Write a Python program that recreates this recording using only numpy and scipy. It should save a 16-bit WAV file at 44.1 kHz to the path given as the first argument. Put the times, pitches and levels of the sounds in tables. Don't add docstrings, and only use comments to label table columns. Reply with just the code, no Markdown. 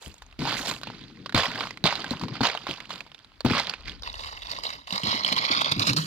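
import sys
import numpy as np
from scipy import signal
from scipy.fft import rfft, irfft, next_fast_len
from scipy.io import wavfile
from scipy.ndimage import uniform_filter1d, map_coordinates

SR = 44100
rng = np.random.default_rng(int(sys.argv[2]) if len(sys.argv) > 2 else 0)


def transcribe(u):
    v = np.clip(np.atleast_2d(u).T, -1, 1)
    q = np.round(v * 32767).astype(np.int16)
    wavfile.write(sys.argv[1], SR, q)


def gain_from_decibels(decibels):
    exponent = np.asarray(decibels, float) / 20
    return 10 ** exponent


N = 267246

HANDOVER = (4, 4.05)

# [t/s, peak level/dB, f/Hz]
BOOT_SLABS = [(0.221, -30, 1330), (0.418, -23.5, 1010), (0.453, -20.5, 816), (0.475, -17.5, 880),
              (0.712, -18.5, 1060), (0.833, -21.5, 1380), (0.872, -24.5, 970), (0.901, -27.5, 804),
              (1.26, -21, 1230), (1.294, -24, 1460), (1.377, -8, 1100), (1.434, -16.5, 1010),
              (1.557, -21, 1670), (1.607, -19, 1090), (1.671, -24, 1105), (1.926, -15, 1030),
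              (2.043, -20, 1580), (2.213, -21.5, 1070), (2.236, -24.5, 990), (2.283, -24.5, 1080),
              (2.354, -24.5, 1330), (2.407, -17, 824), (2.434, -10, 1010), (2.55, -19.5, 820),
              (2.668, -20, 810), (2.905, -24, 920), (3.065, -37, 920), (3.451, -19, 1190),
              (3.461, -15, 860), (3.55, -14.5, 1200)]
# [t/s, peak level/dB, f/Hz]
BOOT_CHIPS = [(0.061, -33, 3000), (0.326, -40, 2700), (0.391, -29, 4250), (0.672, -19.5, 4230),
              (1.324, -24, 1700), (1.347, -10, 3975), (1.455, -11.5, 1960), (1.707, -22, 2030),
              (1.773, -26.5, 2220), (1.84, -10, 3900), (2.108, -20, 4100), (2.196, -30.5, 4510),
              (2.574, -23.5, 3020), (2.711, -19.5, 3150), (2.803, -26, 2110), (2.855, -33.5, 2930),
              (2.958, -30.5, 3630), (3.006, -24.5, 2560), (3.117, -36, 2780), (3.146, -32, 3630),
              (3.246, -37.5, 3890), (3.406, -23, 4300), (3.512, -17, 2530), (3.67, -21, 4080),
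              (3.696, -16, 4550), (3.737, -21, 2570), (3.882, -25, 2130), (3.895, -26.5, 3440),
              (3.918, -33, 2870), (.264, -46, 6500), (.312, -46, 3710), (1.4424, -18, 1110),
              (1.599, -28, 3830), (1.9096, -23, 1030), (2.341, -34, 4160), (2.393, -38, 3750),
              (2.516, -26, 4650), (2.7816, -33, 1000), (2.8936, -33, 970), (3.4997, -24, 1160)]
# [t/s, peak level/dB, f/Hz]
FROST_SPLINTERS = [
    (.0233, -35, 7550),
    (.0468, -40, 8440),
    (.0792, -35, 9440),
    (.1416, -35, 6860),
    (.1815, -42, 7150),
]
# [t/s, peak level/dB, shard f/Hz]
LATER_CRACKS = [(1.3634, -13, 1210), (1.8553, -11, 3570), (1.864, -10.5, 4080), (1.8744, -12, 3680),
                (1.9545, -19, 4020), (2.4697, -13, 4000), (3.5976, -13.5, 4120), (4.7034, -22, 1370),
                (5.2623, -18, 3110), (5.2782, -17, 4530), (5.288, -16, 2320), (5.3258, -16, 3360),
                (5.6167, -15, 3250), (5.3794, -14.5, 2400), (5.5394, -19, 3760), (5.5794, -23, 3400),
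                (5.6456, -16.5, 3290)]
# [t/s, peak level/dB, f/Hz, time to fall 60 dB/s]
PAW_BREAKS = [(4.033, -28.5, 3740, .033), (4.074, -25, 2650, .03), (4.141, -29.5, 2950, .039),
              (4.204, -33, 3470, .044), (4.42, -29, 3410, .06), (4.515, -23.5, 4480, .052),
              (4.636, -21.5, 4570, .044), (4.872, -30, 2810, .048), (4.925, -19, 4020, .044),
              (4.958, -21, 3990, .046), (4.979, -22, 4200, .03), (5.034, -18, 3030, .034),
              (5.07, -19, 3930, .038), (5.247, -14, 3180, .038), (5.364, -16.5, 3220, .052),
              (5.515, -15.5, 3600, .056), (5.795, -14.5, 4500, .056), (5.82, -17.5, 3930, .03),
              (5.932, -16, 4800, .034), (5.964, -15, 4740, .09)]
# [t/s, peak level/dB, f/Hz]
BOOT_HAIRLINES = [(0.0962, -41, 3560), (0.3414, -46, 1280), (0.4688, -21, 921), (0.4844, -19, 991),
                  (0.5087, -17, 3440), (0.5264, -17, 3480), (0.6355, -25, 1360), (0.6964, -18, 1150),
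                  (0.7627, -28, 2730), (0.7874, -37, 4580), (0.814, -26, 1100), (0.9462, -37, 3930),
                  (1.0116, -35, 4190), (1.1019, -43, 886), (1.1722, -37, 2030), (1.5179, -24, 1990),
                  (1.7404, -37, 2080), (1.8804, -17, 1040), (2.0038, -24, 4510), (2.0637, -26, 3110),
                  (2.0807, -28, 4420), (2.17, -30, 2890), (2.4134, -14, 947), (2.4414, -14, 1080),
                  (2.4534, -14, 1940), (2.4584, -12, 1060), (2.4864, -19, 797), (2.607, -33, 939),
                  (2.6953, -20, 3220), (2.7387, -24, 2760), (2.7616, -32, 3150), (2.9387, -28, 3390),
                  (3.1797, -41, 2680), (3.1906, -37, 3340), (3.3184, -48, 2830), (3.4664, -17, 762),
                  (3.5344, -14, 1150), (3.5664, -17, 972), (3.5808, -12, 1590), (3.6164, -21, 3400),
                  (3.6334, -25, 4530), (3.6446, -25, 3520), (3.8082, -36, 4410), (3.8571, -29, 2040)]
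# [t/s, peak level/dB, f/Hz]
PAW_HAIRLINES = [(3.9963, -40, 3900), (4.0223, -28, 5050), (4.1001, -28, 4330), (4.129, -30, 5050),
                 (4.1544, -28, 4330), (4.1934, -29, 3630), (4.2374, -28, 4270), (4.3246, -33, 5080),
                 (4.374, -30, 2730), (4.4957, -25, 3890), (4.5334, -26, 2020), (4.5531, -31, 4410),
                 (4.5654, -29, 2070), (4.587, -27, 4960), (4.6059, -33, 3110), (4.9062, -19, 2850),
                 (5.1158, -18, 4170), (5.1414, -19, 2880), (5.1751, -21, 2110), (5.4196, -20, 2110),
                 (5.4444, -21, 3650), (5.5648, -17, 3130), (5.7638, -25, 3910), (5.8974, -14, 4390),
                 (6.0227, -27, 4640)]
# [t/s, peak level/dB, f/Hz, time to fall 60 dB/s]
PAW_CRUSHES = [
    (5.318, -12.5, 3400, .04),
    (5.606, -12, 3250, .05),
    (5.712, -10, 4100, .04),
    (5.864, -11, 4500, .1),
]

# [start t/s, swell/s, crunch level/dB, time to fall 60 dB/s, fizz level over crunch/dB]
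BOOT_STEPS = [(0, .02, -49, .5, -3), (.385, .15, -29.5, .5, -18), (.545, .04, -39, .25, -2),
              (.61, .08, -32.5, .3, -8), (1.345, .015, -24, .3, -19), (1.375, .02, -24, .3, -21),
              (1.43, .02, -33, .5, -21), (1.5, .13, -35, .33, -19), (1.838, .02, -22.5, .3, -30),
              (1.9, .03, -36, 1.1, -22), (2.095, .024, -36.5, .26, -19), (2.2, .037, -42, .12, -17),
              (2.27, .095, -42, .2, -32), (2.406, .05, -24, .3, -25), (2.54, .03, -46, 1.5, -20),
              (2.655, .03, -35.5, .45, -21), (2.885, .03, -39, .35, -15), (3.444, .155, -26.5, .18, -23),
              (3.63, .04, -40, .65, -30)]
# [start t/s, swell/s, crunch level/dB, time to fall 60 dB/s, fizz level over crunch/dB]
PAW_STEPS = [(4.018, .04, -43, .7, -20), (4.13, .09, -40, 1.1, -17), (4.41, .12, -39, .6, -18),
             (4.625, .03, -36, .35, -16), (4.69, .05, -40, .25, -20), (4.864, .08, -36, .7, -16),
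             (5.027, .05, -28.5, 1.3, -22), (5.243, .04, -29, .5, -24), (5.355, .02, -26.5, .3, -24),
             (5.41, .03, -28.5, .5, -24), (5.49, .03, -26, .35, -25), (5.555, .02, -29.5, .4, -25),
             (5.635, .025, -27.5, .45, -25), (5.77, .05, -31, .4, -16), (5.856, .04, -23.5, .12, -16),
             (5.96, .015, -30, .4, -9)]
# [start t/s, swell/s, crunch level/dB, time to fall 60 dB/s, fizz level over crunch/dB]
SETTLING = [
    (.82, .04, -46, 1.6, -26),
    (3.845, .03, -40, .35, -25),
]

# [t/s, peak level/dB, f/Hz, time to fall 60 dB/s]
THUDS = [(0.058, -31, 92, 0.11), (0.383, -23.5, 260, 0.067), (0.593, -27.5, 286, 0.08),
         (1.338, -10, 270, 0.049), (1.343, -17, 105, 0.16), (1.475, -30, 188, 0.08),
         (1.834, -14, 187.6, 0.068), (2.105, -18.5, 226, 0.08), (2.218, -27, 127, 0.052),
         (2.401, -16.5, 201, 0.095), (2.683, -25, 314, 0.088), (3.441, -9, 257, 0.076),
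         (3.447, -18, 115, 0.17), (3.501, -12.5, 275, 0.063), (4.918, -27, 223, 0.13),
         (5.028, -24, 199, 0.08), (5.064, -24, 200, 0.08), (5.134, -28, 261, 0.063),
         (5.312, -23, 253, 0.092), (5.496, -23.5, 255, 0.08), (5.712, -23, 160, 0.09),
         (5.756, -24, 218, 0.1), (5.89, -22, 280, 0.11), (5.962, -25, 300, 0.07)]
# [start t/s, swell/s, level/dB, time to fall 60 dB/s]
SAGS = [(.383, .03, -31, .5), (.55, .16, -42, .9), (.84, .05, -44, 4), (1.45, .05, -38.5, 1.6),
        (1.9, .1, -45, 2), (2.19, .047, -28, .3), (2.27, .05, -38, .7), (2.55, .1, -48, 1.5),
        (2.86, .05, -44, .45), (3.44, .05, -30, .6), (3.83, .045, -47, .6), (4.45, .1, -52, .9),
        (5.1, .1, -42, 1.5), (5.52, .05, -38, 1.5), (5.71, .06, -34, 1.5), (5.86, .03, -30.5, .5)]
# [t/s, f/Hz, level/dB]
FLOE_GROAN = [
    (5.76, 120, -52),
    (5.8, 105, -35),
    (5.84, 115, -46),
    (5.885, 150, -42),
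    (5.91, 118, -30),
    (5.955, 128, -38),
    (5.995, 152, -27),
    (6.02, 160, -38),
    (6.06, 150, -48),
]

# [f/Hz, level per Hz/dB]
BOOT_ICE = [(880, -36.5), (1500, -3.5), (2320, -3), (4130, -1), (4790, -1.5), (5450, -13.5), (9000, -34),
            (11700, -71), (19800, -120)]
# [f/Hz, level per Hz/dB]
PAW_ICE = [(900, -30), (1400, -10.5), (2070, -3.5), (2730, -4.5), (3170, -3.5), (4320, 1.5), (5200, -5.5),
           (6200, -24.5), (9000, -31.5), (12000, -66)]
# [f/Hz, level per Hz/dB]
SLAB_COLOUR = [(260, -23), (450, -3.5), (556, -1.5), (1030, 2), (1500, -5), (1950, -30), (3300, -120)]
# [f/Hz, level per Hz/dB]
FIZZ_COLOUR = [(4120, -29), (7000, -1), (9660, -11.5), (11200, -14), (14400, -13), (15400, -29),
               (16300, -42)]
# [f/Hz, level per Hz/dB]
SHEET_COLOUR = [(35, -40), (60, -17.5), (119, 1), (291, -0.5), (360, -7.5), (500, -14), (650, -39),
                (1100, -120)]

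# [f/Hz, likeness 0 to 1]
BOOT_ALIKE = [(100, .995), (700, .98), (1400, .92), (3100, .72), (15000, .25)]
# [f/Hz, likeness 0 to 1]
PAW_ALIKE = [(100, .995), (700, .97), (1500, .89), (3100, .6), (15000, .1)]
# [f/Hz, level/dB]
BOOT_SIDE = [(60, 8), (150, 3.0), (380, 5.5), (950, 2), (2380, -10), (5980, -7.5), (15000, 3)]
# [f/Hz, level/dB]
PAW_SIDE = [(60, 0), (150, 0.0), (380, -1.5), (950, 1), (1500, 0.4), (2380, -3.5), (5980, -8.5), (15000, 1)]
# [t/s, delay/ms]
ICE_ECHO = [(4.1, 1.09), (4.4, 1.06), (4.9, 1.03), (5.35, 0.94), (5.8, 0.8), (6.06, 0.66)]
# [f/Hz, level/dB]
RIVER_BED = [(250, 1), (430, -2), (600, 1.5), (770, -3), (1150, 4), (1520, 1), (1850, 2.5), (2600, 1)]

# [t/s, level/dB]
WIND = [(0.02, -62), (0.08, -46), (0.17, -65), (0.23, -55), (0.49, -52), (1.22, -62), (2.05, -58),
        (2.11, -52), (3.2, -77.0), (3.4, -62), (3.5, -54), (3.75, -60), (3.85, -50), (4.3, -52), (4.7, -60),
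        (5.05, -70), (5.55, -67), (6.05, -59)]
# [f/Hz, level per Hz/dB]
WIND_COLOUR = [(12, -34), (20, -8.5), (43, 6), (110, -8), (140, -35), (240, -120)]
# [f/Hz, level per Hz/dB]
HISS_COLOUR = [(59, -31), (100, 5), (343, -6.5), (1480, -2.5), (4020, -8), (8280, -22), (16000, -28)]

TOUCH_S, TOUCH_DB = .012, -13
REST_DB, REST_FIZZ_DB, REST_SHEET_DB = -65, -33, -66
BOOT_BODY_DB = -3
PAW_BODY_DB, PAW_BODY_DB_PER_S = -4, -3


def ice():
    crunch_db, body_db, fizz_db, sheet_db = load()
    crack, shards = fractures()
    start, end = HANDOVER
    paws = np.clip((np.arange(N) / SR - start) / (end - start), 0, 1)
    speckle = tinted(noise(), depth_db=3.6)
    fine = grit(bed=0.8)
    coarse = np.hypot(0.8 * fine, 0.77 * grit(bed=0.41))
    force = np.hypot(gain_from_decibels(crunch_db - 3.5) * fine, crack)
    snap = snaps()
    mids = force * speckle + snap

    slab_force = np.hypot(gain_from_decibels(crunch_db - 5.0) * coarse, 1.11 * crack)
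    slabs = slab_force * gain_from_decibels(body_db + 2.07 * paws) * speckle
    body = filtered(slabs + gain_from_decibels(3) * snap, causal(SLAB_COLOUR))
    fizz = np.hypot(force, 0.33 * crack) * gain_from_decibels(fizz_db + 0.5) * speckle
    highs = filtered(fizz, causal(FIZZ_COLOUR))
    flex = gain_from_decibels(sheet_db - 3 + 2.7 * wobble(25)) * noise()
    lows = filtered(flex, causal(SHEET_COLOUR)) + thuds() + groan()
    loose = clinks(gain_from_decibels(crunch_db - 12.5), rate=200, cycles=22)
    scattered = np.array([loose, np.roll(loose, 23), np.roll(loose, 40)])
    common = body + highs + lows + shards + scattered

    boot = np.sqrt(1 - paws) * (filtered(mids, causal(BOOT_ICE)) + common)
    paw = np.sqrt(paws) * (filtered(mids, causal(PAW_ICE)) + common)
    paw = filtered(paw, lambda hz: gain_from_decibels(along(RIVER_BED, hz)))
    walker = placed(boot, BOOT_ALIKE, BOOT_SIDE, lead_s=-0.000053)
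    dog = placed(paw, PAW_ALIKE, PAW_SIDE, lead_s=0.00033)
    dog = mirrored(dog, strength=np.array([[.35], [.75]]))
    return gain_from_decibels(1.0) * (walker + dog)


def fractures():
    power, shards = np.zeros(N + SR), np.zeros((3, N + SR))
    for s, db, hz, t60, rise in cracks():
        t = np.arange(round((t60 + rise) * SR)) / SR
        at = slice(round(s * SR), round(s * SR) + len(t))
        fade = gain_from_decibels(db - 60 * np.maximum(t - rise, 0) / np.clip(t60, .004, .25))
        onset = np.minimum(t / rise, 1)
        punch = 0.63 + 0.56 * gain_from_decibels(-60 * t / 0.0054)
        fall = fade * onset * punch
        power[at] += (gain_from_decibels(-9.5) * fall) ** 2
        ring = signal.lfilter(*signal.iirpeak(hz, 5.5, SR), fall * rng.standard_normal((3, len(t))))
        shards[:, at] += ring * gain_from_decibels(-8.5) * np.sqrt(SR / hz)
        shards[:, at] -= gain_from_decibels(-4.0) * fall * gain_from_decibels(-60 * t / 0.026) * np.sin(2 * np.pi * hz * t)
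    return np.sqrt(power[:N]), shards[:, :N]


def cracks():
    sharp_s, crush_s = .00039, .009
    kinds = (BOOT_SLABS, .036), (BOOT_CHIPS, .026), (FROST_SPLINTERS, .015), (LATER_CRACKS, .021)
    sharp = [(*row, t60) for rows, t60 in kinds for row in rows]
    sharp += PAW_BREAKS
    sharp += [(s, db - 3.5, hz, .016) for s, db, hz in BOOT_HAIRLINES + PAW_HAIRLINES]
    return [(*row, sharp_s) for row in sharp] + [(*row, crush_s) for row in PAW_CRUSHES]


def snaps():
    out = np.zeros(N)
    for s, db, *_ in cracks():
        out[round(s * SR)] = -gain_from_decibels(db - 9) * (s < HANDOVER[0])
    return out


def load():
    steps = np.array(BOOT_STEPS + PAW_STEPS + SETTLING)
    start = steps[:, 0]
    power, rest = swells(steps), gain_from_decibels(REST_DB) ** 2
    total = power.sum(0) + rest
    fizz = gain_from_decibels(steps[:, 4]) ** 2 @ power + gain_from_decibels(REST_FIZZ_DB) ** 2 * rest
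    fizz_db = 10 * np.log10(fizz / total)

    paw_body = PAW_BODY_DB + PAW_BODY_DB_PER_S * (start - HANDOVER[0])
    body = np.where(start < HANDOVER[0], BOOT_BODY_DB, paw_body)
    body[-len(SETTLING):] = -11
    body_db = (body @ power + BOOT_BODY_DB * rest) / total

    flex = [(s, TOUCH_S, db - 12, .18) for s, db, _, _ in THUDS]
    sheet = swells(flex + SAGS).sum(0) + gain_from_decibels(-21) ** 2 * total + gain_from_decibels(REST_SHEET_DB) ** 2
    rows = 10 * np.log10(total), body_db, fizz_db, 10 * np.log10(sheet)
    return [np.interp(np.arange(N) / 32, np.arange(len(total)), r) for r in rows]


def swells(rows):
    s, rise, db, t60 = np.transpose(rows)[:4, :, None]
    t = np.arange(0, N + 32, 32) / SR - s
    shape_db = TOUCH_DB * np.clip(1 - t / rise, 0, 1) - 60 * np.maximum(t - rise, 0) / t60
    return (gain_from_decibels(db + shape_db) * np.clip(t / TOUCH_S, 0, 1)) ** 2


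def grit(bed):
    return np.sqrt(swarm(260, spread_db=3, t60=.016) ** 2 + bed)


def swarm(rate, spread_db, t60):
    draw = rng.random((2, N))
    size = gain_from_decibels(-spread_db * np.log(draw[1] + 0.07)) ** 2
    starts = (draw[0] < rate / SR) * size
    power = signal.lfilter([1], [1, -gain_from_decibels(-120 / (t60 * SR))], starts)
    return unit(np.sqrt(np.abs(power)))


def tinted(x, depth_db):
    z = signal.stft(x, nperseg=128)[2]
    field = rng.standard_normal(z.shape[1:])
    field = uniform_filter1d(field, size=3, axis=0)
    field = uniform_filter1d(field, size=6, axis=1)
    gain = gain_from_decibels(depth_db * unit(field))
    return signal.istft(z * unit(gain), nperseg=128)[1][:, :N]


def clinks(level, rate, cycles):
    rows = rng.random((int(rate * N / SR), 3))
    start = (rows[:, :1] * N).astype(int)
    hz = 900 * 5.94 ** rows[:, 1:2]
    k = np.arange(700)
    size_db = -3.5 * np.log(rows[:, 2:] + 0.062)
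    tone = gain_from_decibels(size_db - 60 * hz * k / SR / cycles) * np.sin(2 * np.pi * hz * k / SR)
    return unit(np.bincount((start + k).ravel(), tone.ravel(), N + len(k))[:N]) * level


def thuds():
    out, t = np.zeros(N + SR), np.arange(SR // 3) / SR
    for s, db, hz, t60 in THUDS:
        drift = 0.16 * np.cumsum(rng.standard_normal(len(t))) * np.sqrt(hz / SR)
        turns = hz * t * (1 - 1.2 * t) + drift
        swing = -np.sin(2 * np.pi * turns) * np.minimum(t / 0.00093, 1)
        fade = gain_from_decibels(db - 3.5 - 60 * t / np.clip(t60, .02, .4))
        out[round((s + .007) * SR):][:len(t)] += fade * swing
    return out[:N]


def groan():
    hz, db = curves(FLOE_GROAN)
    t = np.arange(N) / SR
    turns = np.cumsum(hz * (1 + .04 * wobble(40))) / SR
    fade_in = np.clip((t - FLOE_GROAN[0][0]) / .02, 0, 1)
    return gain_from_decibels(db + 3.1) * fade_in * np.sin(2 * np.pi * turns)


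def placed(three, alike, side, lead_s):
    m, half = next_fast_len(N + SR // 10), np.array([[.5], [-.5]])
    hz, z = np.fft.rfftfreq(m, 1 / SR), rfft(three, m)
    share = np.clip(along(alike, hz), 0, 1)
    mixed = np.sqrt(share) * z[0] + np.sqrt(1 - share) * z[1:]
    balance = gain_from_decibels(half * along(side, hz))
    lead = np.exp(2j * np.pi * hz * half * lead_s)
    return irfft(mixed * balance * lead, m)[:, :N]


def mirrored(pair, strength):
    delay = (curves(ICE_ECHO)[0] + .02 * wobble(12)) * SR / 1000
    late = np.array([map_coordinates(side, [np.arange(N) - delay]) for side in pair])
    echo = filtered(late, lambda hz: 1 / (1 + (900 / (hz + 1)) ** 4) / (1 + (hz / 5200) ** 8))
    return pair + strength * echo


def air():
    buffet_db, = curves(WIND)
    shared, left, right = rng.standard_normal((3, N))
    pair = np.array([1.6 * shared + 0.64 * left, 0.53 * shared + 0.53 * right])
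    gusts = unit(filtered(pair, causal(WIND_COLOUR)))
    hiss = unit(filtered(rng.standard_normal((2, N)), causal(HISS_COLOUR)))
    return gain_from_decibels(buffet_db + 1.0 + 3.8 * wobble(2.3)) * gusts + gain_from_decibels(-66) * hiss


def noise():
    return rng.standard_normal((3, N))


def unit(x):
    return x / np.sqrt(np.mean(x ** 2) + 1e-20)


def along(points, hz):
    f, v = np.transpose(points)
    return np.interp(np.log(hz + 1), np.log(f + 1), v)


def curves(rows):
    s, *cols = np.transpose(rows)
    return [np.interp(np.arange(N) / SR, s, c) for c in cols]


def wobble(rate):
    return map_coordinates(rng.standard_normal(int(N * rate / SR) + 4), [np.arange(N) * rate / SR])


def filtered(x, response):
    m = 2 * next_fast_len(N // 2 + SR // 8)
    return irfft(rfft(x, m) * response(np.fft.rfftfreq(m, 1 / SR)), m)[..., :N]


def causal(spectrum):
    size = 2 ** 13
    gain = gain_from_decibels(np.maximum(along(spectrum, np.fft.rfftfreq(size, 1 / SR)), -70))
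    cep = irfft(np.log(gain / np.sqrt(np.mean(gain ** 2))))
    cep[1:size // 2] *= 2
    cep[size // 2 + 1:] = 0
    return lambda hz: rfft(irfft(np.exp(rfft(cep))), 2 * len(hz) - 2)


def scene():
    return ice() + air()


def roll_off(x):
    return signal.sosfilt(signal.butter(12, 16300, fs=SR, output="sos"), x)


def record(dry):
    dry = signal.lfilter(*signal.butter(2, 38, "high", fs=SR), dry)
    dry = filtered(dry, lambda hz: hz < 16000)
    mix = dry / (1 + np.abs(dry / 0.9) ** 3) ** (1 / 3)
    return roll_off(mix)


dry = scene()
out = record(dry)
transcribe(out)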